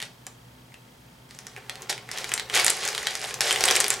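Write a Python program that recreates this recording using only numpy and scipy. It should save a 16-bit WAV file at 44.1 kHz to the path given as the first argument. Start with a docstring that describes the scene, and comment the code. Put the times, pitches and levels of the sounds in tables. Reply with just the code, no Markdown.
"""A small furnished room: a plastic noodle packet is gripped, then turned and squeezed about a metre away.
Creases in the film snap through one by one and ring the air-filled bag. Harder handling adds a dense
crackle of tiny creases and a dull rub of fingers and noodle block. Two snaps and three fingertip taps
give soft dull knocks. Behind it are soft hiss, mains hum and a faint pulsing electronic whine."""
import sys
import numpy as np
from scipy import signal
from scipy.fft import rfft, irfft
from scipy.io import wavfile
from scipy.ndimage import uniform_filter1d

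SR = 44100
rng = np.random.default_rng(int(sys.argv[2]) if len(sys.argv) > 2 else 0)


def to_wav(sig):
    """Store sig (one row per channel, or 1-D mono) as 16-bit WAV at the path in sys.argv[1].

    Samples outside -1..1 are clipped; the rate is SR.
    """
    pcm = np.clip(np.atleast_2d(sig), -1, 1) * 32767
    pcm = np.round(pcm).astype(np.int16)
    wavfile.write(sys.argv[1], SR, pcm.T)  # frames by channels


N = 176400

# how hard the film is worked: time_s, effort_db
FILM_EFFORT = [(0, -48.5), (.035, -41), (.06, -47), (1.29, -52.5), (1.885, -60), (1.90, -21), (1.95, -62),
               (2.08, -55), (2.14, -36.5), (2.39, -45), (2.44, -66), (2.515, -43), (2.555, -18.5),
               (2.59, -24), (2.635, -28.5), (2.70, -29), (2.76, -37), (2.84, -27.5), (2.93, -35),
               (3.11, -33.5), (3.195, -38.5), (3.245, -30), (3.32, -38), (3.395, -50), (3.42, -28.5),
               (3.48, -22.5), (3.57, -32), (3.69, -27), (3.76, -28), (3.89, -39), (3.92, -26.5),
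               (3.97, -43.5), (4, -37)]
# bands of the four sizes of tiny crease: edge_hz
CREASE_EDGES_HZ = [100, 1300, 3000, 6500, 17000]
# crackle spectrum: freq_hz, relative_db
CRACKLE_SPECTRUM = [(100, -36), (280, -23.5), (380, -4), (1150, -4.5), (1900, -1), (4500, -2.5),
                    (8500, -5.5), (10500, -11), (13000, -19), (16000, -50)]
# resonances of the air-filled bag: freq_hz, width_hz, relative_db
BAG_RESONANCES = [(420, 90, -7), (775, 80, -6), (1940, 240, -7), (2260, 90, -9)]
# fingers and noodle block on the film: time_s, relative_db
RUB_ENVELOPE = [(0, -67), (.07, -66), (1.3, -71.5), (1.77, -55.5), (2.06, -59), (2.17, -48), (2.4, -52.5),
                (2.48, -53), (2.58, -36.5), (2.77, -56.5), (2.88, -46), (3.19, -59), (3.38, -49.5),
                (3.46, -45.5), (3.7, -35.5), (3.85, -43), (4, -51)]
# soft dull knocks, the low body of two crease snaps, then three fingertip taps: start_s, level_db
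DULL_KNOCKS = [(.267, -39.5), (1.47, -46), (1.577, -38.5), (1.808, -42), (1.827, -36)]
# rub and knock spectrum: freq_hz, relative_db
RUB_SPECTRUM = [(100, -13), (200, -12), (280, -17.5), (370, 4.5), (490, 4), (600, -7.5), (770, 3.5),
                (1100, -2.5), (2000, -2.5), (8000, -20.5)]
# room air spectrum: freq_hz, relative_db
AIR_SPECTRUM = [(20, -43), (64, -6), (92, -21.5), (123, 0), (153, -7), (249, -13), (309, -17), (887, -21),
                (1840, -25), (3920, -28.5), (16000, -36.5)]
# room air stereo width: freq_hz, side_to_mid_db
AIR_SPREAD = [(60, -37), (170, -17), (600, 0), (4400, -2), (12000, -22)]
# appliance hum: freq_hz, rms_db
HUM_TONES = [(120, -60.5), (250, -65), (900, -69.5)]
# creases snapping through: start_s, level_db, pitch_hz
CREASE_SNAPS = [(.0026, -31, 3350), (.018, -31.5, 4140), (0.0258, -27.5, 3700), (0.2667, -32, 6900),
                (0.7201, -50, 2200), (0.7419, -41, 2870), (1.309, -41, 4300), (1.3485, -45.5, 7050),
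                (1.3888, -35, 5860), (1.4681, -33.5, 5840), (1.564, -34.5, 2470), (1.5742, -41.5, 1920),
                (1.696, -25.5, 3700), (1.7557, -36, 4130), (1.8209, -34, 6700), (1.8956, -24, 4930),
                (1.9272, -27, 3460), (1.9792, -33.5, 2700), (2.09, -32.5, 1830), (2.1149, -27.5, 5400),
                (2.1753, -28, 3850), (2.185, -27.5, 5570), (2.2432, -26.5, 4070), (2.2922, -31.5, 6540),
                (2.3180, -22.5, 2650), (2.3384, -16.5, 7460), (2.3776, -25, 4050), (2.3972, -22.5, 3950),
                (2.4987, -26.5, 3160), (2.5403, -24, 4200), (2.548, -22.5, 6800), (2.5524, -23.5, 11000),
                (2.5566, -20.5, 2290), (2.564, -18.5, 3620), (2.5743, -17, 3250), (2.5913, -19.5, 2380),
                (2.597, -17.5, 4400), (2.6457, -15, 9400), (2.6648, -12.5, 7200), (2.6807, -14.5, 4460),
                (2.6989, -19, 8500), (2.7028, -15, 8300), (2.769, -35.5, 11500), (2.852, -23.5, 6900),
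                (2.877, -22.5, 6200), (2.8872, -24, 4960), (2.9493, -24, 4000), (2.9789, -22.5, 3700),
                (3.0315, -32.5, 2080), (3.0700, -17.5, 3700), (3.153, -23.5, 5500), (3.2154, -31.5, 5100),
                (3.308, -31.5, 3580), (3.3415, -25.5, 6100), (3.4074, -14.5, 5500), (3.4164, -19.5, 4140),
                (3.5087, -15.5, 3270), (3.5271, -19.5, 8200), (3.5598, -20, 3080), (3.6078, -19.5, 5400),
                (3.6186, -40, 4500), (3.6388, -12.5, 5170), (3.6533, -18, 8000), (3.6555, -17.5, 8200),
                (3.680, -19, 3100), (3.686, -15.5, 3550), (3.7031, -17, 3300), (3.7102, -14, 5630),
                (3.7514, -23, 5600), (3.7552, -16, 5200), (3.7633, -15.5, 7650), (3.7682, -19, 2620),
                (3.8027, -13, 8050), (3.8085, -17.5, 5600), (3.8429, -18, 4600), (3.8645, -24.5, 3500),
                (3.8816, -21, 10500), (3.9038, -13.5, 7700), (3.9396, -25, 5860)]
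# spectrum common to all snaps: freq_hz, relative_db
SNAP_SPECTRUM = [(100, -20), (300, -2), (700, 1), (1200, 2), (1900, 6), (2800, 0.5), (4500, -4),
                 (8500, -1.5), (10500, -3), (13000, -9.5), (16000, -25)]
# broad and narrow peaks at a buckling facet's pitch: boost_db, width_octaves
FACET_PEAKS = [(9, 1.2), (8, .2)]
# room tail: freq_hz, t60_s, level_db, side_to_mid_db
ROOM_BANDS = [(302, 0.61, -4.5, -36), (597, 0.42, 0.5, -13), (1880, 0.2, -3.5, -8), (4320, 0.34, -4, -6),
              (9600, 0.23, -8, -20), (15200, .18, -40, -8)]

REST_START_S, REST_END_S = .07, 1.29
CRACKLE_GAIN_DB, RUB_GAIN_DB, SNAP_GAIN_DB = -3, 5, .05
CRACK_DECAY_S, SHIVER_DECAY_S, SHIVER_DB = .0007, .0019, -3
WHINE_HZ, WHINE_RATE_HZ, WHINE_FIRST_S, WHINE_WIDTH_S, WHINE_PEAK_DB = 3213, 29.92, .018, .0016, -56
ROOM_ONSET_S, EARLY_DECAY_S, DIRECT_SIDE_DB = .004, .012, -14


def undb(db):
    """Decibels to gain."""
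    return 10 ** (np.asarray(db) / 20)


def curve(points, t):
    """Linear interpolation of (time_s, value) points."""
    return np.interp(t, *np.array(points).T)


def spectrum_db(points, hz):
    """Interpolation of (freq_hz, db) points on a log frequency axis."""
    point_hz, db = np.array(points).T
    return np.interp(np.log(hz + 1), np.log(point_hz), db)


def colour(x, points, size=2048):
    """Minimum-phase, unit-energy filter shaped by (freq_hz, db) points."""
    cepstrum = irfft(np.log(undb(spectrum_db(points, np.fft.rfftfreq(size, 1 / SR)))))
    cepstrum[1:size // 2] *= 2
    cepstrum[size // 2 + 1:] = 0
    impulse = irfft(np.exp(rfft(cepstrum)))
    return signal.fftconvolve(x, impulse / np.linalg.norm(impulse))[:len(x)]


def grains(rate_hz, scatter_db, decay_s):
    """Random tiny noise bursts of scattered size, mean power near 1."""
    chance, size, noise = rng.random(N), rng.standard_normal(N), rng.standard_normal(N)
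    power = undb(scatter_db * np.minimum(size, 2)) ** 2
    hits = (chance < rate_hz / SR) * power / power.mean() * SR / rate_hz
    pole = np.exp(-2 / (decay_s * SR))
    return noise * np.sqrt(signal.lfilter([1 - pole], [1, -pole], hits + 1e-12))


def hands_moving(t):
    """1 while the hands move, 0 while they rest."""
    return (t < REST_START_S) | (t > REST_END_S)


def crackle(t):
    """Tiny creases come faster and louder with effort. One signal per crease size, dull to bright."""
    effort_db = curve(FILM_EFFORT, t)
    rate_hz = 800 * np.exp(.01 * (effort_db + 30))
    gain = undb(effort_db + CRACKLE_GAIN_DB) * hands_moving(t)
    bands = []
    for edges_hz in zip(CREASE_EDGES_HZ, CREASE_EDGES_HZ[1:]):
        bandpass = signal.butter(2, edges_hz, "band", fs=SR, output="sos")
        bands.append(signal.sosfilt(bandpass, gain * grains(rate_hz, scatter_db=5, decay_s=.0009)))
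    return [bag_ring(colour(band, CRACKLE_SPECTRUM), ring_db=-3) for band in bands]


def bag_ring(clicks, ring_db):
    """Clicks plus the bag's resonances, tuned a little higher or lower at random as grip varies."""
    tune = 1 + .045 * rng.uniform(-.95, 1)
    ring = sum(undb(db) * signal.lfilter(*signal.iirpeak(hz * tune, hz / width_hz, fs=SR), clicks)
               for hz, width_hz, db in BAG_RESONANCES)
    return clicks + undb(ring_db) * ring


def rub_and_knocks(t, knock_decay_s=.006):
    """Fingers and noodles scrape the film in grains; two snaps and three fingertip taps knock dully."""
    gain = undb(curve(RUB_ENVELOPE, t) + RUB_GAIN_DB) * hands_moving(t)
    scrape = gain * grains(rate_hz=1100, scatter_db=6, decay_s=.0012)
    knock_envelope = sum(undb(db) * (t >= start_s) * np.exp(-np.clip(t - start_s, 0, 1) / knock_decay_s)
                         for start_s, db in DULL_KNOCKS)
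    return colour(scrape + knock_envelope * rng.standard_normal(N), RUB_SPECTRUM)


def room_air(mid_rms_db=-52.5):
    """Steady soft hiss over a low rumble, near mono in the bass."""
    hz = np.fft.rfftfreq(N, 1 / SR)
    mid_bins, side_bins = rfft(rng.standard_normal((2, N))) * undb(spectrum_db(AIR_SPECTRUM, hz))
    mid = irfft(mid_bins)
    side = irfft(side_bins * undb(spectrum_db(AIR_SPREAD, hz)))
    return np.array([mid + side, mid - side]) * undb(mid_rms_db) / np.sqrt(np.mean(mid ** 2))


def mains_hum(t):
    """Appliances hum in steady tones."""
    return sum(np.sqrt(2) * undb(db) * np.sin(2 * np.pi * (hz * t + rng.random()))
               for hz, db in HUM_TONES)


def snaps(size=768, tail_size=10000):
    """A crease cracks, then its facet shivers at its own pitch; each takes a new path through the room."""
    out = np.zeros((2, N + tail_size))
    t = np.arange(size) / SR
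    envelope = np.exp(-t / CRACK_DECAY_S) + undb(SHIVER_DB) * np.exp(-t / SHIVER_DECAY_S)
    hz = np.geomspace(100, 16000, 90)
    for start_s, level_db, pitch_hz in CREASE_SNAPS:
        buckle = rng.standard_normal(size) * envelope
        power = uniform_filter1d(np.abs(rfft(buckle)) ** 2, 20)
        flatten_db = -10 * np.log10(np.interp(hz, np.fft.rfftfreq(size, 1 / SR), power))
        facet_db = sum(boost_db * np.exp(-.5 * (np.log2(hz / pitch_hz) / width_octaves) ** 2)
                       for boost_db, width_octaves in FACET_PEAKS)
        snap = colour(buckle, np.c_[hz, spectrum_db(SNAP_SPECTRUM, hz) + facet_db + flatten_db])
        snap = bag_ring(np.pad(snap, (0, tail_size - size)), ring_db=-6)
        snap /= np.sqrt(np.sum(snap ** 2) / (.003 * SR))  # energy of 3 ms at unit power
        first = int(start_s * SR)
        out[:, first:first + tail_size] += undb(level_db + SNAP_GAIN_DB) * room(snap, tail_size)
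    return out[:, :N]


def whine(t):
    """Faint electronic tone pulses, about thirty a second."""
    from_peak_s = (((t - WHINE_FIRST_S) * WHINE_RATE_HZ + .5) % 1 - .5) / WHINE_RATE_HZ
    pulse = np.exp(-.5 * (from_peak_s / WHINE_WIDTH_S) ** 2)
    return undb(WHINE_PEAK_DB) * pulse * np.sin(2 * np.pi * WHINE_HZ * from_peak_s)


def room(x, size=24000):
    """Direct sound, dense early reflections off shelves, then a short tail, longest in the bass."""
    t, hz = np.arange(size) / SR, np.fft.rfftfreq(size, 1 / SR)
    noise_bins = rfft(rng.standard_normal((2, size)))
    onset = np.clip(2 * t / ROOM_ONSET_S - 1, 0, 1)
    early_boost = 1 + np.exp(-t / EARLY_DECAY_S)
    log_centres = np.log([band[0] for band in ROOM_BANDS])
    impulse = np.zeros((2, size))  # mid, side
    for selector, (_, t60_s, level_db, side_db) in zip(np.eye(len(ROOM_BANDS)), ROOM_BANDS):
        band_noise = irfft(noise_bins * np.interp(np.log(hz + 1), log_centres, selector))
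        fade = onset * early_boost * undb(-60 * t / t60_s)
        impulse += band_noise * fade / np.linalg.norm(fade) * undb([[level_db], [level_db + side_db]])
    impulse[0, 1] += 1
    # direct sound reaches one microphone port slightly earlier
    impulse[1, [0, 3]] += undb(DIRECT_SIDE_DB) * rng.choice([-1, 1]) * np.array([.5, -.5])
    mid, side = signal.fftconvolve(x[None], impulse, axes=1)[:, :len(x)]
    return np.array([mid + side, mid - side])


def scene():
    """Snaps, crackle and rubbing, each by its own room paths, over air, hum and whine."""
    t = np.arange(N) / SR
    packet = snaps() + sum(room(band) for band in crackle(t)) + room(rub_and_knocks(t))
    return packet + room_air() + mains_hum(t) + whine(t)


def record(dry, ceiling=.9, cutoff_hz=15900):
    """Hard limit near full scale, then a steep low-pass."""
    lowpass = signal.ellip(10, .1, 80, cutoff_hz, fs=SR, output="sos")
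    return signal.sosfilt(lowpass, np.clip(dry, -ceiling, ceiling))


dry = scene()
out = record(dry)
to_wav(out)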